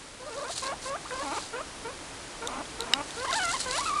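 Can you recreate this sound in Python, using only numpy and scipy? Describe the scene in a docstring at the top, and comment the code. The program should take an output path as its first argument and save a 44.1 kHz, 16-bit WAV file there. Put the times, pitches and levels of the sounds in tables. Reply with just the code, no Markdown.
"""Guinea pigs in an indoor cage

Heard from close above, they give short rising clucks, some sinking into a hoarse grunt, and end
on two wavering squeals, all from vocal folds sounding through the throat. Their feet shuffle through
dry, crackling bedding, with a few hard ticks and one sharp snap, over a steady room hiss."""
import sys
import numpy as np
from scipy import signal
from scipy.fft import rfft, irfft
from scipy.io import wavfile
from scipy.ndimage import uniform_filter1d

SR = 44100
rng = np.random.default_rng(int(sys.argv[2]) if len(sys.argv) > 2 else 0)


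def bounce(signal):
    """Save signal as a 16-bit WAV file at the path given by the first command-line argument."""
    frames = np.transpose(np.atleast_2d(signal))
    limited = np.clip(frames, -1, 1)
    pcm = np.round(limited * 32767).astype(np.int16)
    wavfile.write(sys.argv[1], SR, pcm)


N = 176400
T = np.arange(N) / SR
HZ = np.fft.rfftfreq(N, 1 / SR)


def amp(db):
    """Decibels to gain."""
    return 10 ** (np.asarray(db) / 20)


def unit(x):
    """Scales to rms 1."""
    return x / np.sqrt(np.mean(x ** 2) + 1e-20)


def eq_db(points, hz):
    """Reads an EQ curve on a log-frequency axis."""
    f, db = np.transpose(points)
    return np.interp(np.log(hz + 1), np.log(f + 1), db)


def colour(x, points):
    """Plays x through an EQ curve, at rms 1."""
    return unit(irfft(rfft(x) * amp(eq_db(points, HZ)), N))


def wander(rate_hz):
    """Random drift up to a rate, at rms 1."""
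    return unit(irfft(rfft(rng.standard_normal(N)) / (1 + (HZ / rate_hz) ** 4), N))


def add(mix, start, sound):
    """Mixes a sound in at a start in seconds."""
    part = mix[round(start * SR):][:len(sound)]
    part += sound[:len(part)]


# The colour of the room tone. Each row: frequency in Hz, relative level in dB.
ROOM_EQ = [(15, -38), (25, 2.5), (235, -5), (295, 0), (335, -2.5), (442, -3.5), (1040, -5), (2450, -9.5),
           (10300, -15), (13400, -37), (22000, -120)]
# Its fader. Each row: time in seconds, level in dB.
ROOM_FADER = [(0, -45.5), (.2, -46.5), (.8, -43), (2.1, -42.5), (4, -40)]

def room_tone():
    """A bed of hiss and rumble that creeps up a few dB."""
    return colour(rng.standard_normal(N), ROOM_EQ) * amp(np.interp(T, *np.transpose(ROOM_FADER)))


def room_reverb(x, wet_db=-10, t60_s=0.11):
    """The short, weak reverberation of a furnished room."""
    t = np.arange(SR // 2) / SR
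    tail = rng.standard_normal(len(t)) * amp(-60 * t / t60_s) * (t > .003)
    return amp(wet_db) * signal.oaconvolve(x, tail / np.linalg.norm(tail))[:N]


HIT_T = np.arange(2048) / SR
CONTACT_S = 0.00026

def ring(modes, contact_s):
    """Dying sines of a struck object, built up over a brief contact."""
    sines = sum((-1) ** k * amp(db - 60 * HIT_T / t60) * np.sin(2 * np.pi * hz * HIT_T)
                for k, (hz, db, t60) in enumerate(modes))
    return np.minimum(HIT_T / contact_s, 1) * sines


# Feet pushing through the bedding. Each row: middle in seconds, half length in seconds, level in dB.
SCUFFS = [(0.39, 0.13, -48.5), (0.523, 0.024, -37.5), (0.584, 0.02, -35.5), (0.653, 0.03, -39),
          (0.859, 0.029, -38.5), (1.2, 0.11, -45), (1.377, 0.069, -40.5), (3.222, 0.12, -44),
          (3.364, 0.039, -34), (3.44, 0.015, -33), (3.518, 0.035, -32.5), (3.61, 0.027, -33.5),
          (3.763, 0.064, -34.5), (3.87, 0.032, -38), (3.966, 0.045, -43)]
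# The dry colour of the flakes. Each row: frequency in Hz, relative level in dB.
BEDDING_EQ = [(100, -26), (400, -16.5), (1200, -9.5), (2500, -11.5), (4200, 3), (5500, -2), (8000, -2),
              (10300, -7), (12000, -16)]

def bedding(stir_db=-57.5, breaks_per_s=7500, spread_db=2.3, clump_db=2.5):
    """Over a faint stir, each scuff crushes dry flakes in clumps, crackling at a dozen pitches."""
    power = amp(stir_db) ** 2 + sum(amp(db) ** 2 * np.exp(-((T - middle) / half) ** 2)
                                    for middle, half, db in SCUFFS)
    flakes_hz = np.linspace(800, 12000, 12)
    crackle = np.zeros(N)
    for hz in flakes_hz:
        sizes = amp(spread_db * np.minimum(rng.exponential(1, N), 4.5)) * rng.choice([-1, 1], N)
        breaks = sizes * (rng.random(N) < breaks_per_s / len(flakes_hz) / SR)
        crackle += signal.oaconvolve(breaks, ring([(hz, 0, .0025)], CONTACT_S))[:N]
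    clumps = amp(clump_db * wander(rate_hz=119))
    return np.sqrt(power) * colour(crackle * clumps, BEDDING_EQ)


def crack(t60_s=0.0074):
    """A very short, bright burst as something brittle gives way."""
    bright_noise = unit(np.diff(rng.standard_normal(len(HIT_T) + 1)))
    return bright_noise * np.minimum(HIT_T / CONTACT_S, 1) * amp(-60 * HIT_T / t60_s)


# Small hard ticks and a pop, each a crack and a short ring. Each row: start in seconds, level in dB,
# pitch in Hz, trim in dB on the upper modes and the crack.
TICKS = [(.668, -24.5, 4180, -5), (1.109, -21, 1580, -24), (2.4741, -17.5, 3650, -2.5),
         (2.655, -28.5, 3340, -9), (2.806, -15.5, 3970, -4.5), (2.822, -23.5, 3900, -14),
         (3.107, -26.5, 3640, -2), (3.2, -24, 4300, -11), (3.329, -13.5, 3800, -13), (3.367, -24, 4260, 0),
         (3.454, -32, 4050, 13)]
# The ring of a tick. Each row: pitch ratio, relative level in dB, time to fall 60 dB in seconds.
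TICK_MODES = [(1, 1, 0.0076), (1.68, 1, 0.0045), (2.08, -1.5, 0.0058)]

def ticks():
    """Small hard ticks, probably claws and teeth, plus the pop of a cluck's abrupt start at 1.109 s."""
    out = np.zeros(N)
    for start, db, hz, upper_db in TICKS:
        modes = [(hz * ratio, mode_db + upper_db * (k > 0), t60)
                 for k, (ratio, mode_db, t60) in enumerate(TICK_MODES)]
        add(out, start, amp(db) * (ring(modes, 0.00042) + amp(upper_db) * crack()))
    return out


# The ring of the snap. Each row: frequency in Hz, gain in dB, time to fall 60 dB in seconds,
# build-up in seconds.
SNAP_MODES = [(1150, -9, 0.0025, .0004), (1820, -0.5, 0.0035, 0.00059), (2910, 4.5, 0.0084, 0.0027),
              (3810, 2.5, 0.01, 0.0032), (5110, -4.5, 0.0059, 0.0004), (7470, -14, 0.0078, 0.00072)]

def snap(start=2.9358):
    """One loud, brittle crack whose modes swell and die within milliseconds."""
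    out = np.zeros(N)
    add(out, start, amp(-13.5) * crack())
    for hz, db, t60, build_s in SNAP_MODES:
        add(out, start, ring([(hz, db, t60)], build_s))
    return out


DRIFT_DEPTH, FLUTTER_DB, OVERTONE_DB_PER_OCT = .007, 2.3, -4
JITTER, SHIMMER, RASP = 0.092, .51, 0.57  # pitch shake, level shake and noise at roughness 1

def voice(start, hz, gain, rough, throat, unrest, tilt_db=0):
    """Vocal folds sound through the throat; rough ones beat unevenly and add a rasp."""
    samples = round(start * SR) + np.arange(len(hz))
    drift, jitter, shimmer, air, *flutter = np.take(unrest, samples, axis=1, mode="wrap")
    phase = 2 * np.pi * np.cumsum(hz * (1 + DRIFT_DEPTH * drift + JITTER * rough * jitter)) / SR
    k = 1 + np.arange(len(flutter))[:, None]  # harmonic numbers
    slope_db = (OVERTONE_DB_PER_OCT + tilt_db) * np.log2(k)
    partials = amp(eq_db(throat, k * hz) + slope_db + FLUTTER_DB * np.array(flutter))
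    tone = (partials * np.cos(k * phase + k ** 2)).sum(0) / np.sqrt((partials ** 2).sum(0) / 2)
    shaky_tone = tone * (1 + SHIMMER * rough * shimmer)
    pulsed_air = air * (1 + .5 * np.cos(phase))
    rasp = np.clip(RASP * rough, 0, 1)
    return gain * (np.sqrt(1 - rasp ** 2) * shaky_tone + rasp * pulsed_air)


def follow(curve, fade_s=0.0059):
    """Smooths a call's curve into times, pitch, gain with soft ends, and timbre (its last column)."""
    times, *columns = np.transpose(curve)
    t = np.arange(times[0], times[-1], 1 / SR)
    hz, db, timbre = (uniform_filter1d(np.interp(t, times, c), size=200) for c in columns)
    fades = np.clip(np.minimum(t - times[0], times[-1] - t) / fade_s, 0, 1)
    return t, hz, amp(db) * fades, timbre


# Grunts, one curve each. Each row: time in seconds, pitch in Hz, level in dB, roughness (0 is clear).
GRUNTS = [
    [(1.218, 314.4, -38, 0.4), (1.25, 296.4, -39, 0.57), (1.272, 274, -34, 0.05), (1.305, 277, -37, 0.01),
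     (1.328, 321.8, -31.5, 0.28), (1.352, 471, -37.5, 0.3), (1.373, 388, -31.5, .15),
     (1.393, 607, -30.5, 0.15)],
    [(2.478, 286, -44, 0.55), (2.52, 239.5, -37.5, .62), (2.565, 259.8, -39, 0.87),
     (2.6, 284.3, -34.5, 0.5), (2.627, 272, -38, .5)],
    [(2.858, 228.2, -41.5, .68), (2.925, 232.3, -39, 1.1), (2.952, 266, -35, 0), (2.98, 279.6, -36, 0.22),
     (3.019, 296.6, -30, .45)],
]
# Throat resonances in a grunt. Each row: frequency in Hz, relative level in dB.
GRUNT_THROAT = [(150, -22), (290, 0.5), (440, -7), (580, -0.5), (850, 7.5), (1120, 7.5), (1400, 4),
                (1650, -9), (2300, 1.5), (4500, -19)]

def grunts(unrest):
    """Low calls that pass between hoarse and clear."""
    out = np.zeros(N)
    for curve in GRUNTS:
        t, hz, gain, rough = follow(curve)
        add(out, t[0], voice(t[0], hz, gain, rough, GRUNT_THROAT, unrest))
    return out


# Clucks. 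Each row: start in seconds, length in seconds, starting pitch in Hz, rise in octaves,
# level in dB, closing flick in octaves, roughness, brightness in dB per octave.
CLUCKS = [(0.191, 0.078, 494.5, 0.096, -43.5, 0.11, 0.3, -1.5),
          (.616, 0.13, 509.5, .2, -34, 0.85, 0.34, 2.5), (0.848, .125, 508, .26, -34, 0.59, 0.09, -0.5),
          (1.045, 0.025, 790, 0.66, -37, .3, 0, -4), (1.103, 0.14, 491, 0.23, -35, 0, 0.29, 1),
          (1.525, 0.1, 452, 0.36, -35.5, 0.24, 0.31, 2), (1.839, .075, 445, 0.187, -37, 0.17, 0.18, 1.5),
          (2.41, 0.087, 451, 0.14, -38, 0.47, 0.42, 0), (2.785, 0.074, 439, 0.13, -38, 0.029, 0.46, 0.5)]
# Throat resonances in a cluck or whimper. Each row: frequency in Hz, relative level in dB.
CLUCK_THROAT = [(250, -20), (500, 5.5), (660, -0.5), (980, 2.5), (1140, 9.5), (1400, 3), (1680, 1),
                (1950, -8.5), (2300, -3.5), (2850, -6.5), (3600, -15), (6000, -33)]

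def clucks(unrest, flick_s=0.026, attack_s=0.016, release_s=0.0099):
    """Short notes that climb steadily; most flick up and turn purer as they stop."""
    out = np.zeros(N)
    for start, length, hz, rise, db, flick, rough, bright_db in CLUCKS:
        t = np.arange(0, length, 1 / SR)
        leap = flick * np.clip(1 - (length - t) / flick_s, 0, 1)
        octaves = rise * (t / length) ** 1.184 + leap
        gain = amp(db) * np.minimum(t / attack_s, 1) * np.minimum((length - t) / release_s, 1)
        tilt_db = bright_db - 11 * leap
        add(out, start, voice(start, hz * 2 ** octaves, gain, rough, CLUCK_THROAT, unrest, tilt_db))
    return out


TREMOR_HZ, TREMOR_DEPTH, TREMOR_DB, TREMOR_ONSET_HZ = 40, .032, 2.5, (950, 1150)

def high_call(curve, throat, unrest, base_rough, max_rough=0.66):
    """A drawn-out voice that roughens as it glides and trembles if it climbs high enough."""
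    t, hz, gain, bright_db = follow(curve)
    octaves_per_s = abs(np.gradient(np.log2(hz))) * SR
    rough = np.minimum(base_rough + 0.0055 * octaves_per_s, max_rough)
    strain = np.interp(hz, TREMOR_ONSET_HZ, (0, 1))
    tremor = strain * np.sin(2 * np.pi * TREMOR_HZ * (t - t[0]))
    wavering_hz = hz * (1 + TREMOR_DEPTH * tremor)
    return voice(t[0], wavering_hz, gain * amp(TREMOR_DB * tremor), rough, throat, unrest, bright_db)


# The whimper and the squeals, one curve each.
# Each row: time in seconds, pitch in Hz, level in dB, brightness in dB per octave.
WHIMPER = [(.257, 525, -45, 0), (.284, 640, -38, -7.5), (.305, 469, -44.5, -1), (0.341, 435, -41.5, 2.5),
           (.38, 596.5, -36, -9.5), (0.402, 523, -39, 2), (.428, 607.6, -36.5, -11),
           (.448, 473.6, -38, 3.5), (.488, 533, -40.5, 0), (.511, 770, -32, -8)]
SQUEALS = [
    [(3.165, 441.7, -40, -2), (3.248, 538, -31.5, -1.5), (3.266, 1039, -37.5, -2), (3.285, 950, -32.5, -4),
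     (3.308, 1102, -26.5, -4), (3.319, 748, -34.5, 3), (3.335, 647, -29.5, -1), (3.362, 917, -31, -4.5),
     (3.385, 878, -30.5, -3), (3.403, 736, -28.5, 1), (3.432, 748, -26.5, -3), (3.446, 682, -32, 0.5),
     (3.505, 687, -31, 8), (3.527, 762, -38, -9), (3.544, 1073, -28, 4), (3.572, 915, -36.5, -6)],
    [(3.657, 517, -32.5, -2), (3.712, 507, -36, -1), (3.755, 576.4, -32.5, 5.5), (3.778, 717, -34, -1),
     (3.79, 979, -27, -11), (3.806, 1014, -34, -5), (3.82, 1176, -31, 2), (3.846, 1053, -42, 0),
     (3.86, 1289, -31.5, 8), (3.878, 1312, -29, 3), (3.91, 1144, -31, -2), (3.942, 1130, -30, -8),
     (3.958, 1208, -31, 1), (4.005, 1140, -28.5, 0)],
]
# Throat resonances in a squeal. Each row: frequency in Hz, relative level in dB.
SQUEAL_THROAT = [(510, -0.5), (700, -5), (880, -10.5), (1020, 2.5), (1200, 2), (1450, 5.5), (1800, -4.5),
                 (2060, -0.5), (2280, -8.5), (2700, -6.5), (3000, 0), (3600, -18), (6000, -36)]

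def whimper_and_squeals(unrest):
    """One soft, husky whimper early on and two louder, higher squeals to finish."""
    out = np.zeros(N)
    add(out, WHIMPER[0][0], high_call(WHIMPER, CLUCK_THROAT, unrest, base_rough=0.29))
    for curve in SQUEALS:
        add(out, curve[0][0], high_call(curve, SQUEAL_THROAT, unrest, base_rough=0.082))
    return out


def guinea_pigs():
    """All the calls, sharing the breath noise and random unrest that keep a voice alive."""
    throat_noise = colour(rng.standard_normal(N), GRUNT_THROAT)
    air = colour(throat_noise, [(500, 0.5), (3000, -26.5)])  # darkened above 500 Hz
    drift, jitter, shimmer = wander(70), wander(198), wander(300)
    flutter = [wander(50) for _ in range(12)]  # one for each harmonic
    unrest = np.array([drift, jitter, shimmer, air] + flutter)
    return grunts(unrest) + clucks(unrest) + whimper_and_squeals(unrest)


def scene():
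    """Animals and bedding over the room tone, in mono; the clicks stay nearly dry."""
    near = guinea_pigs() + bedding()
    clicks = ticks() + snap()
    return (near + clicks + room_tone() + room_reverb(near + amp(-15) * clicks))[None]


def record(dry):
    """A small camera microphone: the top treble steps down, then stops."""
    shelf_hz, shelf_db, cutoff_hz = 10600, -9.5, 12400
    shelf = amp(shelf_db * np.clip((HZ - shelf_hz) / 400 + .5, 0, 1))
    dulled = irfft(rfft(dry) * shelf, N)
    lowpass = signal.firwin(255, cutoff_hz, window=("kaiser", 9), fs=SR)
    return signal.oaconvolve(dulled, lowpass[None], "same")


dry = scene()
out = record(dry)
bounce(out)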